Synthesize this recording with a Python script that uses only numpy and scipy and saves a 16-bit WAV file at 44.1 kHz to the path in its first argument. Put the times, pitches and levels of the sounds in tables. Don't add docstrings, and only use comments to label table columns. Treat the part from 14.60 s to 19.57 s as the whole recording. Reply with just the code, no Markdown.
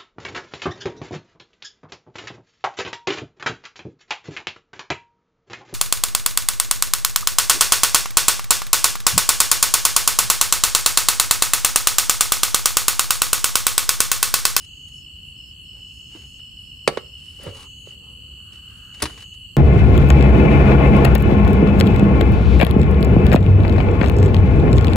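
import sys
import numpy as np
from scipy import signal
from scipy.fft import rfft, irfft, next_fast_len
from scipy.io import wavfile

SR = 44100
rng = np.random.default_rng(int(sys.argv[2]) if len(sys.argv) > 2 else 0)


def digitize_waveform(pressure):
    field = np.atleast_2d(pressure).T
    bounded = np.clip(field, -1, 1)
    quanta = np.round(bounded * 32767).astype(np.int16)
    wavfile.write(sys.argv[1], SR, quanta)


N = 219085
TIME = np.arange(N) / SR
RING_TIME = np.arange(SR // 2) / SR
METAL_TILT_DB = 6.5

# (pitch [Hz], level [dB], time to fade 60 dB [s])
TABLE_TONES = [(270.5, -6, .2), (380, 0, 0.26), (469, -1.5, 0.23077), (507.55, -2.5, 0.17),
               (588.5, -2.5, 0.11), (792, -1, 0.13), (901, -6.5, 0.1), (1136, -6.5, 0.17),
               (1260, -15, 0.32), (1328, -0.5, .13), (1664, -6, .1), (1907, -2.5, .08), (2082.3, -4.5, 0.1),
               (2250, -1.5, 0.076), (2950, -3.5, 0.16), (3092, -12.5, 0.064), (3900, -3.5, 0.06),
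               (3770, -4.5, 0.081), (4470, -2.5, 0.11), (5390, -13.5, 0.078), (6400, -15.5, 0.077),
               (7770, -40.5, 0.13), (9600, -16, .1), (14050, -14.5, .13)]
# (frequency [Hz], likeness [0 to 1])
NEAR_LIKENESS = [(300, 0.71), (1300, 0.74), (3000, 0.82), (6000, 0.86), (15000, 0.32)]


def amp(db):
    return 10 ** (np.asarray(db) / 20)


def evened(x):
    return x / np.sqrt(np.mean(x ** 2) + 1e-20)


def read_curve(points, hz):
    point_hz, value = np.transpose(points)
    return np.interp(np.log(hz + 1), np.log(point_hz + 1), value)


def colour_gain(colour, hz, tilt_db):
    return amp(read_curve(colour, hz) + tilt_db * np.log2(np.maximum(hz, 500) / 500))


def pan(db):
    return amp(np.array([[db], [-db]]) / 2)


def add(mix, start, sound):
    part = mix[:, round(start * SR):][:, :sound.shape[-1]]
    part += sound[..., :part.shape[1]]


def ramp(start, end, attack_s, release_s):
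    return np.clip((TIME - start) / attack_s, 0, 1) * np.clip((end - TIME) / release_s, 0, 1)


def drift(per_s):
    turns = np.arange(0, TIME[-1] + 1, 1 / per_s)
    return np.interp(TIME, turns, rng.standard_normal(len(turns)))


def noise(colour, likeness, size, tilt_db=0):
    hz = np.fft.rfftfreq(size, 1 / SR)
    left, other = rfft(rng.standard_normal((2, size)))
    same = np.clip(read_curve(likeness, hz), -1, 1)
    right = same * left + np.sqrt(1 - same ** 2) * other
    return evened(irfft(np.array([left, right]) * colour_gain(colour, hz, tilt_db), size))


def echoes(x, t60, wet_db):
    shape = (2, len(RING_TIME))
    bounces = rng.standard_normal(shape) * (rng.random(shape) < 2000 / SR)
    bounces *= amp(-60 * RING_TIME / t60) * (RING_TIME > .003)
    bounces /= np.linalg.norm(bounces, axis=1, keepdims=True)
    return x + amp(wet_db) * signal.oaconvolve(np.atleast_2d(x), bounces, axes=1)[:, :N]


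def night_air():
    # (frequency [Hz], level [dB])
    colour = [(20, -33.5), (40, -5.5), (65, 2.5), (120, -5), (200, -12), (330, -21.5), (650, -36),
              (1300, -35), (2100, -40), (3700, -52), (5200, -45), (6200, -37.5), (9000, -34.5),
              (11000, -44), (13500, -38.5), (16000, -47)]
    # (frequency [Hz], likeness [0 to 1])
    likeness = [(60, 0.96), (200, 0.8), (500, 0.13), (1200, 0.06), (3000, 0.15), (15000, 0.088)]
    return amp(-47) * noise(colour, likeness, N)


def trill(hz, per_s, fall_hz, duty, rasp, waver=.03):
    pace = per_s * (1 + waver * drift(12))
    cycle = (rng.random() + np.cumsum(pace) / SR) % 1
    stroke = np.minimum(cycle / duty, 1)
    pitch = hz * (1 + rasp * drift(500)) + fall_hz * (.5 - stroke)
    return evened(np.sin(np.pi * stroke) * np.sin(2 * np.pi * np.cumsum(pitch) / SR))


def far_chorus(count=8):
    # (pitch [Hz], spread either way [Hz],
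    # pulses [per s], pitch fall in a pulse [Hz], relative level [dB])
    groups = [(2921, 75, 47, 240, -41), (2675.4, 60, 40, 160, -55.5), (3292.8, 43, 59, 140, -72),
              (7687.1, 220, 54, 860, -60.5), (13700, 600, 65, 900, -70.5)]
    out = np.zeros((2, N))
    for hz, spread_hz, per_s, fall_hz, db in groups:
        for k, offset in enumerate(np.linspace(-1, 1, count)):
            pace = per_s * rng.uniform(.8, 1.25)
            voice = trill(hz + spread_hz * offset, pace, fall_hz, duty=.6, rasp=.01288)
            level = amp(db + 1.7 * drift(25)) / np.sqrt(count)
            out += level * pan(5 * (-1) ** k) * voice
    return echoes(out, t60=.2, wet_db=3.5) * pan(-.5) * amp(-7)


def near_crickets():
    # (start [s], end [s], relative level [dB])
    spells = [(-.1, .08, -55), (.1, 0.81, -71), (0.308, 0.49, -58), (0.748, .95, -55.5), (1.02, 2.9, -60)]
    # (start [s], end [s], relative level [dB])
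    buzzes = [(-.25, 0.421, -59), (1.093, 1.798, -60), (2.707, 3.32, -58), (4.114, 4.76, -58)]
    steady = amp(-64.5) * trill(4370, 44, fall_hz=469.88, duty=.71, rasp=.019)
    song = sum(amp(db) * ramp(start, end, .065, .065) for start, end, db in spells)
    song *= amp(2 * drift(60))
    singer = song * trill(5262.3, 62, fall_hz=510.7, duty=.6, rasp=.0099)
    swell = sum(amp(db) * ramp(start, end, .35, .02052) for start, end, db in buzzes)
    buzz = swell * trill(6640, 131, fall_hz=445.84, duty=.73, rasp=.0087, waver=.011)
    crickets = echoes(steady, t60=.25, wet_db=3) + amp(-4.5) * echoes(singer + buzz, t60=.088, wet_db=0)
    return crickets * pan(2.8)


def high_chirps(half_length_s=.04):
    # (first chirp [s], spacing [s], chirps [count])
    runs = [(.02, .334, 9), (3.21, 0.31665, 6)]
    beats = [first + k * spacing for first, spacing, count in runs for k in range(round(count))]
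    pulses = sum(np.exp(-((TIME - beat) / half_length_s) ** 2) for beat in beats)
    chirps = pulses * trill(9880, 150, fall_hz=450, duty=.88, rasp=.016)
    return amp(-68) * echoes(chirps, t60=.1, wet_db=-.5)


def ring(tilt_db=0):
    hz, db, t60 = np.transpose(TABLE_TONES)[:, :, None]
    db = db + tilt_db * np.log2(np.minimum(hz, 2000) / 1000)
    lag = np.minimum(hz / 4000, 1) ** 2 * rng.uniform(-np.pi, np.pi, (2, len(hz), 1))
    sign = (-1) ** np.arange(len(hz))[:, None]
    return (sign * amp(db - 60 * RING_TIME / t60) * np.sin(2 * np.pi * hz * RING_TIME + lag)).sum(1)


def rubbing(grain_db=3, hollow_db=-10):
    # (frequency [Hz], level [dB])
    colour = [(100, -6.5), (300, -3), (520, -10.5), (700, -11.5), (1100, -11), (1600, -10), (4500, -9.5),
              (7000, -15), (10500, -12), (12200, -35), (14000, -25), (16000, -35)]
    # (start [s], length [s], relative level [dB], treble tilt [dB per octave])
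    strokes = [(0, 0.064, -51, 4), (1.12, 0.1115, -57, -4.5), (1.488, 0.19, -52, -1),
               (2.518, 0.38, -55.5, 2.5), (2.784, 0.15, -41, -2.5), (2.918, 0.15, -44.5, 0.5),
               (3.248, .11, -53.5, 0), (3.911, 0.089, -52.5, 0.5), (3.952, 0.41, -60.5, 0.5),
               (4.311, 0.35, -48, -1)]
    hiss = np.zeros((2, N))
    for start, length, db, tilt_db in strokes:
        speed = np.sin(np.pi * np.clip(RING_TIME / length, 0, 1))
        add(hiss, start, amp(db) * speed ** .72 * noise(colour, NEAR_LIKENESS, len(RING_TIME), tilt_db))
    hiss *= amp(grain_db * drift(250))
    body = ring()
    hollow = amp(hollow_db) * signal.oaconvolve(hiss, body / np.linalg.norm(body), axes=1)[:, :N]
    return amp(-3) * (hiss + hollow)


def scrapes():
    # (start [s], peak [s], end [s], level [dB], first pitch [Hz], last pitch [Hz], band width [Hz])
    slides = [(2.8, 2.873, 2.98, -40.5, 578, 473.5, 116.5), (2.888, 3.027, 3.09, -50.5, 1100, 1132, 350.7),
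              (3.101, 3.468, 4, -61, 399.3, 320.6, 297), (3.398, 3.45, 3.62, -63, 1020, 1150, 450),
              (3.5, 4.34, 4.46, -58, 1255, 1480, 420)]
    out = np.zeros((2, N))
    for start, peak, end, db, first_hz, last_hz, width_hz in slides:
        colour = [(0, 0), (width_hz / 2, 0), (width_hz * 2, -25), (width_hz * 10, -90)]
        low_noise = noise(colour, NEAR_LIKENESS, next_fast_len(N))[:, :N]
        hz = np.interp(TIME, [start, end], [first_hz, last_hz])
        groan = evened(low_noise * np.cos(2 * np.pi * np.cumsum(hz) / SR))
        out += amp(db) * ramp(start, end, peak - start, end - peak) * groan
    return out


def thumps(rise_s=.0021):
    # (time [s], level [dB], pitch [Hz], time to fade 60 dB [s])
    bumps = [(1.55, -30.5, 319, 0.06), (2.277, -28, 145, 0.16), (2.277, -24.5, 208, 0.11),
             (2.863, -30, 158, 0.1203), (2.874, -24.5, 98.7, 0.15), (4.428, -23.5, 70.6, 0.2),
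             (4.43, -24.5, 309, 0.16), (4.433, -29.5, 127.2, 0.16)]
    out = np.zeros((2, N))
    for start, db, hz, t60 in bumps:
        level = amp(db - 60 * RING_TIME / t60) * (1 - np.exp(-RING_TIME / rise_s))
        add(out, start, level * np.sin(2 * np.pi * hz * RING_TIME))
    return out * pan(-1.5)


def clack(db, tilt_db, t60, ring_db):
    # (frequency [Hz], level [dB])
    colour = [(25, -49.5), (80, -20.5), (300, -5), (520, -6.5), (800, -3.5), (1200, 0), (1600, -1),
              (2300, -2.5), (3700, -2), (4400, -3), (5300, -5.5), (6300, -10), (8000, -12), (10200, -10),
              (12200, -31.5), (14000, -24.5), (16000, -34.5)]
    burst = noise(colour, NEAR_LIKENESS, len(RING_TIME), tilt_db) * amp(db - 60 * RING_TIME / t60)
    return burst + amp(db + ring_db) * ring(METAL_TILT_DB)


def rattles(rise_s=.0019):
    # (time [s], level [dB], treble tilt [dB per octave])
    ticks = [(.28, -46.5, 8), (1.792, -51, -1), (2.832, -36.5, 21), (4.342, -41, 2), (4.401, -33, -1),
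             (4.496, -35.5, -4.5), (4.575, -36.5, -1), (4.603, -41.5, 4), (4.621, -37, 1), (4.74, -48, 3)]
    out = np.zeros((2, N))
    for start, db, tilt_db in ticks:
        tick = clack(db, tilt_db, t60=.056, ring_db=-24)
        add(out, start, tick * (1 - np.exp(-RING_TIME / rise_s)))
    return out * pan(2)


def boom(tilt_db, travel_s=.00528):
    # (frequency [Hz], level [dB])
    colour = [(40, -45.5), (120, -21), (300, -16.5), (380, 0.5), (470, 1), (600, -0.5), (680, -21.5),
              (930, -21), (1120, -4), (1500, -21.5), (4000, -32), (8000, -64.5)]
    hz = np.fft.rfftfreq(len(RING_TIME), 1 / SR)
    delay = travel_s * np.sqrt(450 / np.maximum(hz, 100))
    phase = 2 * np.pi * np.cumsum(delay - np.interp(5000, hz, delay)) * hz[1]
    spectrum = colour_gain(colour, hz, tilt_db) * np.exp(-1j * phase)
    wave = irfft(spectrum, len(RING_TIME)) * (RING_TIME < .1)
    return wave / abs(wave).max()


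def knocks():
    # (time [s], clack [dB], boom [dB], clack's treble tilt [dB per octave], boom left over right [dB])
    blows = [(1.546, -42, -51, -9.5, -12), (2.276, -7, -4, -1.4787, -6.5), (2.29, -22.5, -28.5, -10, 6),
             (2.322, -38.5, -27, -7.5, -1), (2.3721, -23, -13.5, -5, -7), (2.797, -58, -37.5, 6, -6),
             (2.865, -34.5, -29, -6, -8.5), (2.879, -37, -30.5, -13.5, -10), (3.271, -60.5, -34, -7, -6.5),
             (4.4203, -18, -51, -4, 4), (4.4224, -13.5, -31, 8, -3.5), (4.429, -18, -28.5, -8.5, -7),
             (4.437, -23.5, -36, 3, 15.5), (4.455, -20.5, -46, -2.5, -8)]
    out = np.zeros((2, N))
    for start, clack_db, boom_db, tilt_db, side_db in blows:
        softness_db = -max(clack_db, boom_db)
        rise_s = .00004 * 2 ** (softness_db / 6)
        fade_s = .03 * 2 ** (softness_db / 22)
        metal = clack(clack_db, tilt_db, fade_s, ring_db=-29)
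        top = amp(boom_db) * (boom(tilt_db=-.18 * softness_db) + amp(-31) * ring())
        blow = pan(1.5) * metal + pan(side_db) * top
        add(out, start, blow * (1 - np.exp(-RING_TIME / rise_s)))
    return out


def scene():
    handling = knocks() + rattles() + thumps() + rubbing() + scrapes()
    left, right = echoes(handling, t60=.4, wet_db=-19)
    table = np.array([left, np.roll(right, 1)])
    return table + far_chorus() + near_crickets() + high_chirps() + night_air()


def record(dry):
    treble_cut = signal.firwin(511, 15800, window=("kaiser", 9), fs=SR)
    return signal.oaconvolve(np.clip(dry, -1, 1), treble_cut[None], "same")


dry = scene()
out = record(dry)
digitize_waveform(out)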